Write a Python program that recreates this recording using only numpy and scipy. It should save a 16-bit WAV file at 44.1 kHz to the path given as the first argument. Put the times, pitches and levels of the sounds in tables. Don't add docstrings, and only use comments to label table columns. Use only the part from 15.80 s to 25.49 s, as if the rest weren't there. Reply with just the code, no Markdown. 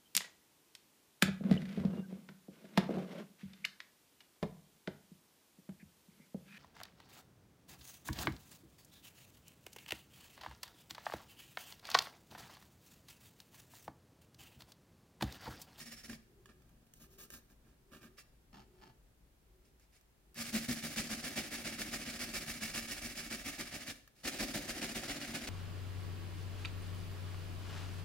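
import sys
import numpy as np
from scipy import signal
from scipy.fft import rfft, irfft
from scipy.io import wavfile

SR = 44100
rng = np.random.default_rng(int(sys.argv[2]) if len(sys.argv) > 2 else 0)


def store_wav(level_fs):
    pcm = np.round(np.clip(np.atleast_2d(level_fs), -1, 1) * 32767)
    wavfile.write(sys.argv[1], SR, pcm.T.astype(np.int16))


N = 427329
T = np.arange(N) / SR

# [start t/s, rise to hardest moment t/s, push level/dB]
EGG_STROKES = [(4.546, 0.076, -41), (4.72, 0.035, -35.5), (4.878, 0.012, -37), (5.014, 0.038, -39.5),
               (5.152, 0.038, -37), (5.284, 0.04, -38.5), (5.418, 0.036, -39.5), (5.551, 0.027, -36.5),
               (5.694, 0.046, -41), (5.833, 0.035, -39.5), (5.968, 0.041, -40), (6.105, 0.035, -40),
               (6.246, 0.034, -41.5), (6.377, 0.051, -39.5), (6.523, 0.037, -39.5), (6.652, 0.053, -39.5),
               (6.797, 0.04, -41.5), (6.923, 0.055, -38.5), (7.067, 0.052, -40), (7.204, 0.048, -40.5),
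               (7.339, 0.06, -42.5), (7.492, .038, -41), (7.634, 0.043, -41.5), (7.773, 0.026, -42),
               (7.905, 0.041, -43), (8.051, 0.045, -42.5), (8.43, 0.039, -38.5), (8.582, 0.03, -35.5),
               (8.732, .02, -38), (8.868, .025, -41), (9.006, 0.016, -39), (9.14, 0.02, -39.5),
               (9.271, .024, -40), (9.389, 0.037, -43), (9.531, 0.013, -41.5), (9.669, 0.0084, -41.5)]
# [start t/s, length t/s, level/dB, body re rub level/dB]
SHORT_RUBS = [(-.02, 0.075, -51, -4), (0.049, 0.063, -53, -3.5), (.103, 0.055, -49.5, -8.5),
              (0.155, 0.075, -56.5, -12), (0.229, 0.048, -51.5, -5.5), (0.274, 0.092, -53.5, 5),
              (2.367, 0.06, -56.5, -18), (3.835, .075, -76, -4), (3.986, 0.085, -75, -7),
              (4.114, 0.093, -68.5, -12), (8.13, 0.096, -68, 0), (8.342, 0.13, -66, -8)]
# [t/s, wall ring level/dB, crisp tick level/dB]
TOOTH_SNAGS = [(0.018, -55, -54), (.128, -49.5, -51), (.296, -43, -50), (.331, -45.5, -66),
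               (.657, -51.5, -62), (1.137, -70, -50.5), (1.384, -64, -53), (1.436, -68, -49),
               (1.503, -52, -46), (1.539, -49, -47), (2.383, -50.5, -59), (3.997, -67, -66),
               (4.211, -83, -63.5), (4.544, -68, -52), (8.276, -60.5, -54)]
# [start t/s, length t/s, scuff level/dB, thud level/dB]
EGG_SLIDES = [(2.725, .035, -59.5, -56), (2.74, .11, -65.5, -59.5), (2.933, 0.13, -77, -70),
              (3.01, 0.04, -65, -66), (3.04, 0.082, -66.5, -60)]
# [start t/s, length t/s, wall ring level/dB, hiss level/dB]
FINGER_WIPES = [(0.678, 0.048, -63, -84), (0.713, 0.46, -82, -81), (1.146, 0.065, -94, -66),
                (1.194, .08, -67.5, -59), (1.296, 0.084, -80, -65), (1.374, 0.1, -64.5, -53),
                (1.503, 0.098, -64.5, -53), (1.69, .057, -72, -68), (1.83, 0.13, -76, -80),
                (2.108, .095, -60.5, -63.5), (2.202, 0.09, -60, -65)]
# [t/s, worktop level/dB, rocking level/dB, bowl level/dB, wall level/dB]
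RING_LEVELS = [(0, -6, 2, -3, 0.5), (2.4, -6, 4.5, -2.5, 6), (4.8, -8, 4, -2, -1), (5.6, -7.5, -2, 1, -0.5),
               (6.8, 2, 0, -1.5, 2.5), (7.7, 4.5, -1, 1.5, 3), (8.6, 0, -3.5, 3.5, -3.5),
               (9.7, -3, -1, 2, -7)]
# [t/s, return stroke level/dB, body re return level/dB, brightness/1]
GRATING_DRIFT = [(4.6, -45.5, -7.5, .5), (5.9, -47, -0.5, -1.5), (7.1, -46, -5, 0.7),
                 (7.9, -50, -7.5, -1.5), (8.5, -44.3, -4, -1), (9.6, -45.5, -0.5, -3)]
# [f/Hz, level/dB]
SHEET_LEFT = [(300, -18), (520, -6), (740, -3.5), (960, -12.5), (1300, -2), (1800, 0), (2700, -1),
              (3600, -1), (4900, 0), (5700, -3), (9000, -6), (10500, -11), (15500, -15)]
SHEET_RIGHT = [(300, -15), (520, -1.5), (680, 3.5), (960, -10.5), (1300, -5), (1750, 0.5), (2700, 2.5),
               (3600, -4), (5300, -1), (6900, -0.5), (7700, -7), (10700, -2.5), (11600, -7.5),
               (15500, -8.5)]
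# [f/Hz, level/dB]
TRAY_COLOUR = [(150, -5), (400, 5), (620, -4.5), (880, 10), (1100, -1.5), (1500, -2.5), (2600, -6),
               (5500, -10), (9000, -22), (15000, -21)]
# [f/Hz, level/dB]
ROOM_COLOUR = [(20, -0.5), (40, 3.5), (56, 8), (80, -8), (120, -1.5), (170, -7), (260, -11), (500, -17.5),
               (1000, -25.5), (2500, -30.5), (6000, -35), (11000, -35), (15500, -36)]
# [f/Hz, level/dB]
SPRAY_COLOUR = [(150, -31), (300, -13.5), (370, 10), (420, 2), (490, -23), (900, -30), (2000, -31)]
# [f/Hz, level/dB]
HISS_COLOUR = [(800, -18), (2500, -4), (3600, -6), (5300, 0), (7000, 1), (8500, -2), (10800, -1),
               (15500, -1)]
# [f/Hz, width f/Hz, level/dB]
FREE_WALL_MODES = [(1207, 67, -8), (1632, 48, -6.5), (1775, 130, -6.5), (1887, 68, -5), (2210, 52, -3.5),
                   (2312, 62, 0), (2670, 60, -3.5), (4710, 67, -12), (4924, 90, -5.5), (5280, 98, -4)]
# [f/Hz, width f/Hz, level/dB]
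DAMPED_WALL_MODES = [(606, 89, -5), (1225, 71, -0.5), (1350, 60, -2.5), (1610, 96, 3), (1826, 120, -2),
                     (2370, 320, -1.5), (2850, 67, -4.5)]
# [f/Hz, width f/Hz, level/dB]
TOOTH_SING_MODES = [(1864, 65, -3), (5400, 70, 0), (10750, 270, -13)]
# [f/Hz, width f/Hz, level/dB]
TABLE_MODES = [(40, 19, -2.5), (90, 21, -5)]
# [f/Hz, width f/Hz, level/dB]
ROCKING_MODES = [(159.2, 20.6, 0), (195, 38, -1.5), (225.8, 22, -1.5)]
# [f/Hz, width f/Hz, level/dB]
BOWL_KNOCK_MODES = [(264.6, 23.6, 1), (299.3, 32, -1), (322, 28, -7), (384.4, 26, -3.5), (503.6, 53, -8),
                    (609, 82, -5), (724, 96, -8.5)]

PUSH_S, PUSH_STRETCH_S_PER_S = 0.069, 0.22
PUSH_BODY_DB, BODY_LOSS_DB_PER_S = -0.5, 123
REACH_S, LIFT_S, LIFT_DB = 0.2, 0.04, -14
RETURN_LEAD_S, RETURN_OVERLAP_S = 0.023, 0.0074
RUB_PEAK, RUB_BRIGHTNESS = 0.34, 1.7
WIPE_BODY_DB, WIPE_BODY_SLOPE = -35, 0.41
CRUMB_SPAN_S, CRUMB_RING_DB, CRUMB_TICK_DB = (0.67, 1.35), -70, -67
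CHATTER_DRAG_DB, CHATTER_GROWTH = -47, 0.34
TOP_HZ = 15850


def undb(db):
    return 10 ** (np.asarray(db) / 20)


def unit(h):
    return h / np.sqrt(np.sum(h ** 2, axis=-1, keepdims=True).mean())


def through(x, h):
    return signal.oaconvolve(np.atleast_2d(x), np.atleast_2d(h), axes=-1)[:, :N]


def colour(points, size=4096):
    hz, db = np.transpose(points)
    grid_hz = np.maximum(np.fft.rfftfreq(size, 1 / SR), 1)
    outline_db = np.interp(np.log(grid_hz), np.log(hz), db)
    cepstrum = irfft(np.log(undb(outline_db)))
    cepstrum[1:size // 2] *= 2
    cepstrum[size // 2 + 1:] = 0
    return irfft(np.exp(rfft(cepstrum)))


def ring(modes, size=8192):
    t = T[:size]
    total = np.zeros(size)
    for hz, width_hz, db in modes:
        mode = np.exp(-np.pi * width_hz * t) * np.sin(2 * np.pi * hz * t)
        total += rng.choice([-1, 1]) * undb(db) * unit(mode)
    return unit(total)


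def tail(t60_s, size=16384):
    decay = np.exp(-np.log(1000) * T[:size] / t60_s)
    return unit(rng.standard_normal((2, size)) * decay)


def low(x, hz, order=2):
    return signal.sosfilt(signal.butter(order, hz, fs=SR, output="sos"), x)


def split(x, hz):
    lows = low(x, hz, order=1)
    return lows, x - lows


def walk(rate_hz):
    knots = rng.standard_normal(N // 40)
    w = np.interp(T * rate_hz, np.arange(N // 40), knots)
    return w / w.std()


def catches(rate_hz, spread_db):
    x = np.zeros(N)
    when = np.flatnonzero(rng.random(N) < rate_hz / SR)
    size, sign = rng.standard_normal((2, len(when)))
    x[when] = np.sign(sign) * undb(spread_db * np.clip(size, -2, 2))
    return x / x.std()


def tracks(table):
    times, *columns = np.transpose(table)
    return [np.interp(T, times, column) for column in columns]


def swell(start, hardest, end):
    force = np.zeros(N)
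    span = slice(*np.searchsorted(T, [start, end]))
    phase = np.interp(T[span], [start, hardest, end], [0, 1, 2])
    force[span] = np.sin(np.pi / 2 * phase)
    return force


def rub(start, length):
    return swell(start, start + RUB_PEAK * length, start + length)


def rubs_at(table, column):
    return sum(undb(row[column]) * rub(row[0], row[1]) for row in table)


def kitchen():
    tone = unit(colour(ROOM_COLOUR))
    shared, _ = split(through(rng.standard_normal(N), tone), 730)
    _, apart = split(through(rng.standard_normal((2, N)), tone), 670)
    running_db = np.interp(T, [0, 3, 4.3, 8.3], [-66.0, -67.5, -70.5, -69.0])
    shared = shared * undb(running_db + 0.93 * walk(6)) * undb([[1], [-1]])
    arm = (1 + np.cos(2 * np.pi * (T - 0.63) / 0.791)) / 2
    spray_db = np.interp(T, [0.6, 1.4, 3, 3.8], [-70, -69.0, -70.0, -76])
    spray = through(rng.standard_normal(N), unit(colour(SPRAY_COLOUR)))
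    return shared + apart * undb(-61.5) + spray * arm ** 1.85 * undb(spray_db)


def egg():
    scuff = catches(rate_hz=1100, spread_db=5.5) * rubs_at(EGG_SLIDES, 2)
    sound = through(scuff, unit(colour(TRAY_COLOUR)))
    sound = sound + undb(3.0) * through(sound, tail(0.039))
    press = rng.standard_normal(N) * rubs_at(EGG_SLIDES, 3)
    thud = through(press, ring([(120, 30, -3.5), (216, 21, 3)]))
    return undb([[-1], [0]]) * sound + undb(-2.5) * thud


def spot(size=4096):
    direct, _ = split(signal.unit_impulse(size), 2440)
    diffuse = undb(-4.5) * tail(0.0076, size=size) + undb(-1.5) * tail(0.083, size=size)
    _, scatter = split(diffuse, 1600)
    return unit(undb(1.5) * direct + scatter)


def snags(count=5):
    envelopes = np.zeros((2, N))
    crumbs = [(start, CRUMB_RING_DB, CRUMB_TICK_DB) for start in rng.uniform(*CRUMB_SPAN_S, count)]
    decay = np.exp(-T[:SR // 40] / 0.0021)
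    for start, *levels_db in list(TOOTH_SNAGS) + crumbs:
        first = int(start * SR)
        envelopes[:, first:first + SR // 40] += undb(levels_db)[:, None] * decay
    return envelopes


def fingers():
    crack, tick = snags()
    force = catches(rate_hz=1200, spread_db=5.0) * rubs_at(FINGER_WIPES, 2)
    force += undb(3) * crack * rng.standard_normal(N)
    sheet = through(through(force, spot()), unit(colour(SHEET_LEFT)))
    walls = through(force, ring(DAMPED_WALL_MODES)) + undb(-3.5) * sheet
    crumbs = catches(rate_hz=6000, spread_db=3) * rubs_at(FINGER_WIPES, 3)
    crumbs += undb(3.5) * tick * rng.standard_normal(N)
    scattered = through(crumbs, unit(tail(0.004) + undb(-7) * tail(0.05)))
    hiss = through(scattered, unit(colour(HISS_COLOUR)))
    return walls * undb([[-3], [1]]) + hiss * undb([[-2.5], [1.5]])


def chatter(drag):
    hz = 229 * (1 + 0.03506 * walk(30))
    growth = (drag / undb(CHATTER_DRAG_DB)) ** CHATTER_GROWTH
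    level = low(drag * growth, 34) * undb(2.2 * walk(30))
    return np.sin(2 * np.pi * np.cumsum(hz) / SR) * level


def drone(drag, worktop_db, rock_db, bowl_db):
    levels_db = (worktop_db, rock_db, bowl_db)
    shakes = [catches(rate_hz=900, spread_db=2.5) * drag * undb(db) for db in levels_db]
    worktop = through(shakes[0], ring(TABLE_MODES)) * undb(-10.5)
    rock = through(shakes[1], ring(ROCKING_MODES)) * undb(-6.0)
    rock = rock + chatter(drag) * undb(rock_db - 1.5)
    sides = np.array([ring(BOWL_KNOCK_MODES), ring(BOWL_KNOCK_MODES)])
    bowl_ring = unit(ring(BOWL_KNOCK_MODES) + undb(-16.5) * np.roll(sides, 40, axis=-1))
    bowl = through(shakes[2], bowl_ring) * undb(-5)
    return (worktop + rock) * undb([[0.7], [-0.7]]) + bowl * undb([[-0.2], [0.2]])


def hand():
    push, bite, back = np.zeros((3, N))
    next_starts = [row[0] for row in EGG_STROKES[1:]] + [np.inf]
    for (start, rise, db), following in zip(EGG_STROKES, next_starts):
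        turn = start + PUSH_S + PUSH_STRETCH_S_PER_S * rise
        hardest = min(start + rise, turn)
        push += (undb(db) * swell(start, hardest, turn)) ** 2
        bite_db = db + PUSH_BODY_DB - BODY_LOSS_DB_PER_S * rise
        bite_peak = start + 0.88 * (hardest - start)
        bite += (undb(bite_db) * swell(start, bite_peak, turn)) ** 2
        if following - start < REACH_S:
            end, weight = following, 1
        else:
            end, weight = turn + LIFT_S, undb(LIFT_DB)
        slide = swell(turn - RETURN_LEAD_S, (turn + end) / 2, end + RETURN_OVERLAP_S)
        back += (weight * slide) ** 2
    back_db, back_body_db, brightness = tracks(GRATING_DRIFT)
    back = back * undb(back_db) ** 2
    rubs, rub_drag = np.zeros((2, N))
    for start, length, db, body_db in SHORT_RUBS:
        rubs += (undb(db) * rub(start, length)) ** 2
        rub_drag += (undb(db + body_db) * rub(start, length)) ** 2
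    rasp = push + back + rubs
    body = bite + back * undb(back_body_db) ** 2 + rub_drag
    bright = push * brightness + back * (brightness + 0.19) + rubs * RUB_BRIGHTNESS
    return np.sqrt(rasp), np.sqrt(body), bright / (rasp + 1e-14)


def tilt(x, brightness):
    dull = low(x, 5100, order=1)
    gain = undb(2.4 * brightness)
    return (dull + gain * (x - dull)) / np.sqrt((1 + gain ** 2) / 2)


def grater(rasp, brightness, wall_db, count=7):
    grip = undb(1.3 * walk(110) + 0.87 * walk(600))
    force = catches(rate_hz=6000, spread_db=4.0) * rasp * grip
    place = np.floor(2.5 * walk(14) + 4 * rng.random(N)) % count
    sheet = sum(through(force * (place == k), spot()) for k in range(count))
    sheet = tilt(sheet, brightness + 1.5)
    steel = through(sheet, unit(np.array([colour(SHEET_LEFT), colour(SHEET_RIGHT)])))
    bend = force * rng.choice([-1, 1], N) * undb(wall_db - 0.39 * brightness)
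    walls = through(bend, ring(FREE_WALL_MODES)) * undb([[-11], [-7]])
    dry_scrap = rng.standard_normal(N) * rasp * np.interp(T, [0.26, 0.4], [1, 0])
    sing = through(dry_scrap, ring(TOOTH_SING_MODES)) * undb([[-11], [-3]])
    return steel * undb(-0.58) + walls + sing


def scene():
    rasp, drag, brightness = hand()
    for start, length, db, _ in FINGER_WIPES:
        drag = drag + undb(WIPE_BODY_DB + WIPE_BODY_SLOPE * db) * rub(start, length)
    worktop_db, rock_db, bowl_db, wall_db = tracks(RING_LEVELS)
    grating = grater(rasp, brightness, wall_db)
    left, right = egg() + fingers() + drone(drag, worktop_db, rock_db, bowl_db) + grating
    near = np.array([left * undb(-0.17), np.roll(right, 2) * undb(-0.42)])
    lows, highs = split(tail(0.53) * (T[:16384] > 0.006), 480)
    echo_response = low(undb(-3.5) * lows[0] + highs, 15000, order=1)
    echo = through(near.mean(axis=0), echo_response)
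    return near + undb(-9) * echo + kitchen()


def record(dry):
    thin = signal.sosfilt(signal.butter(2, 22, "high", fs=SR, output="sos"), dry)
    return signal.sosfilt(signal.ellip(10, 0.1, 70, TOP_HZ, fs=SR, output="sos"), thin)


dry = scene()
out = record(dry)
store_wav(out)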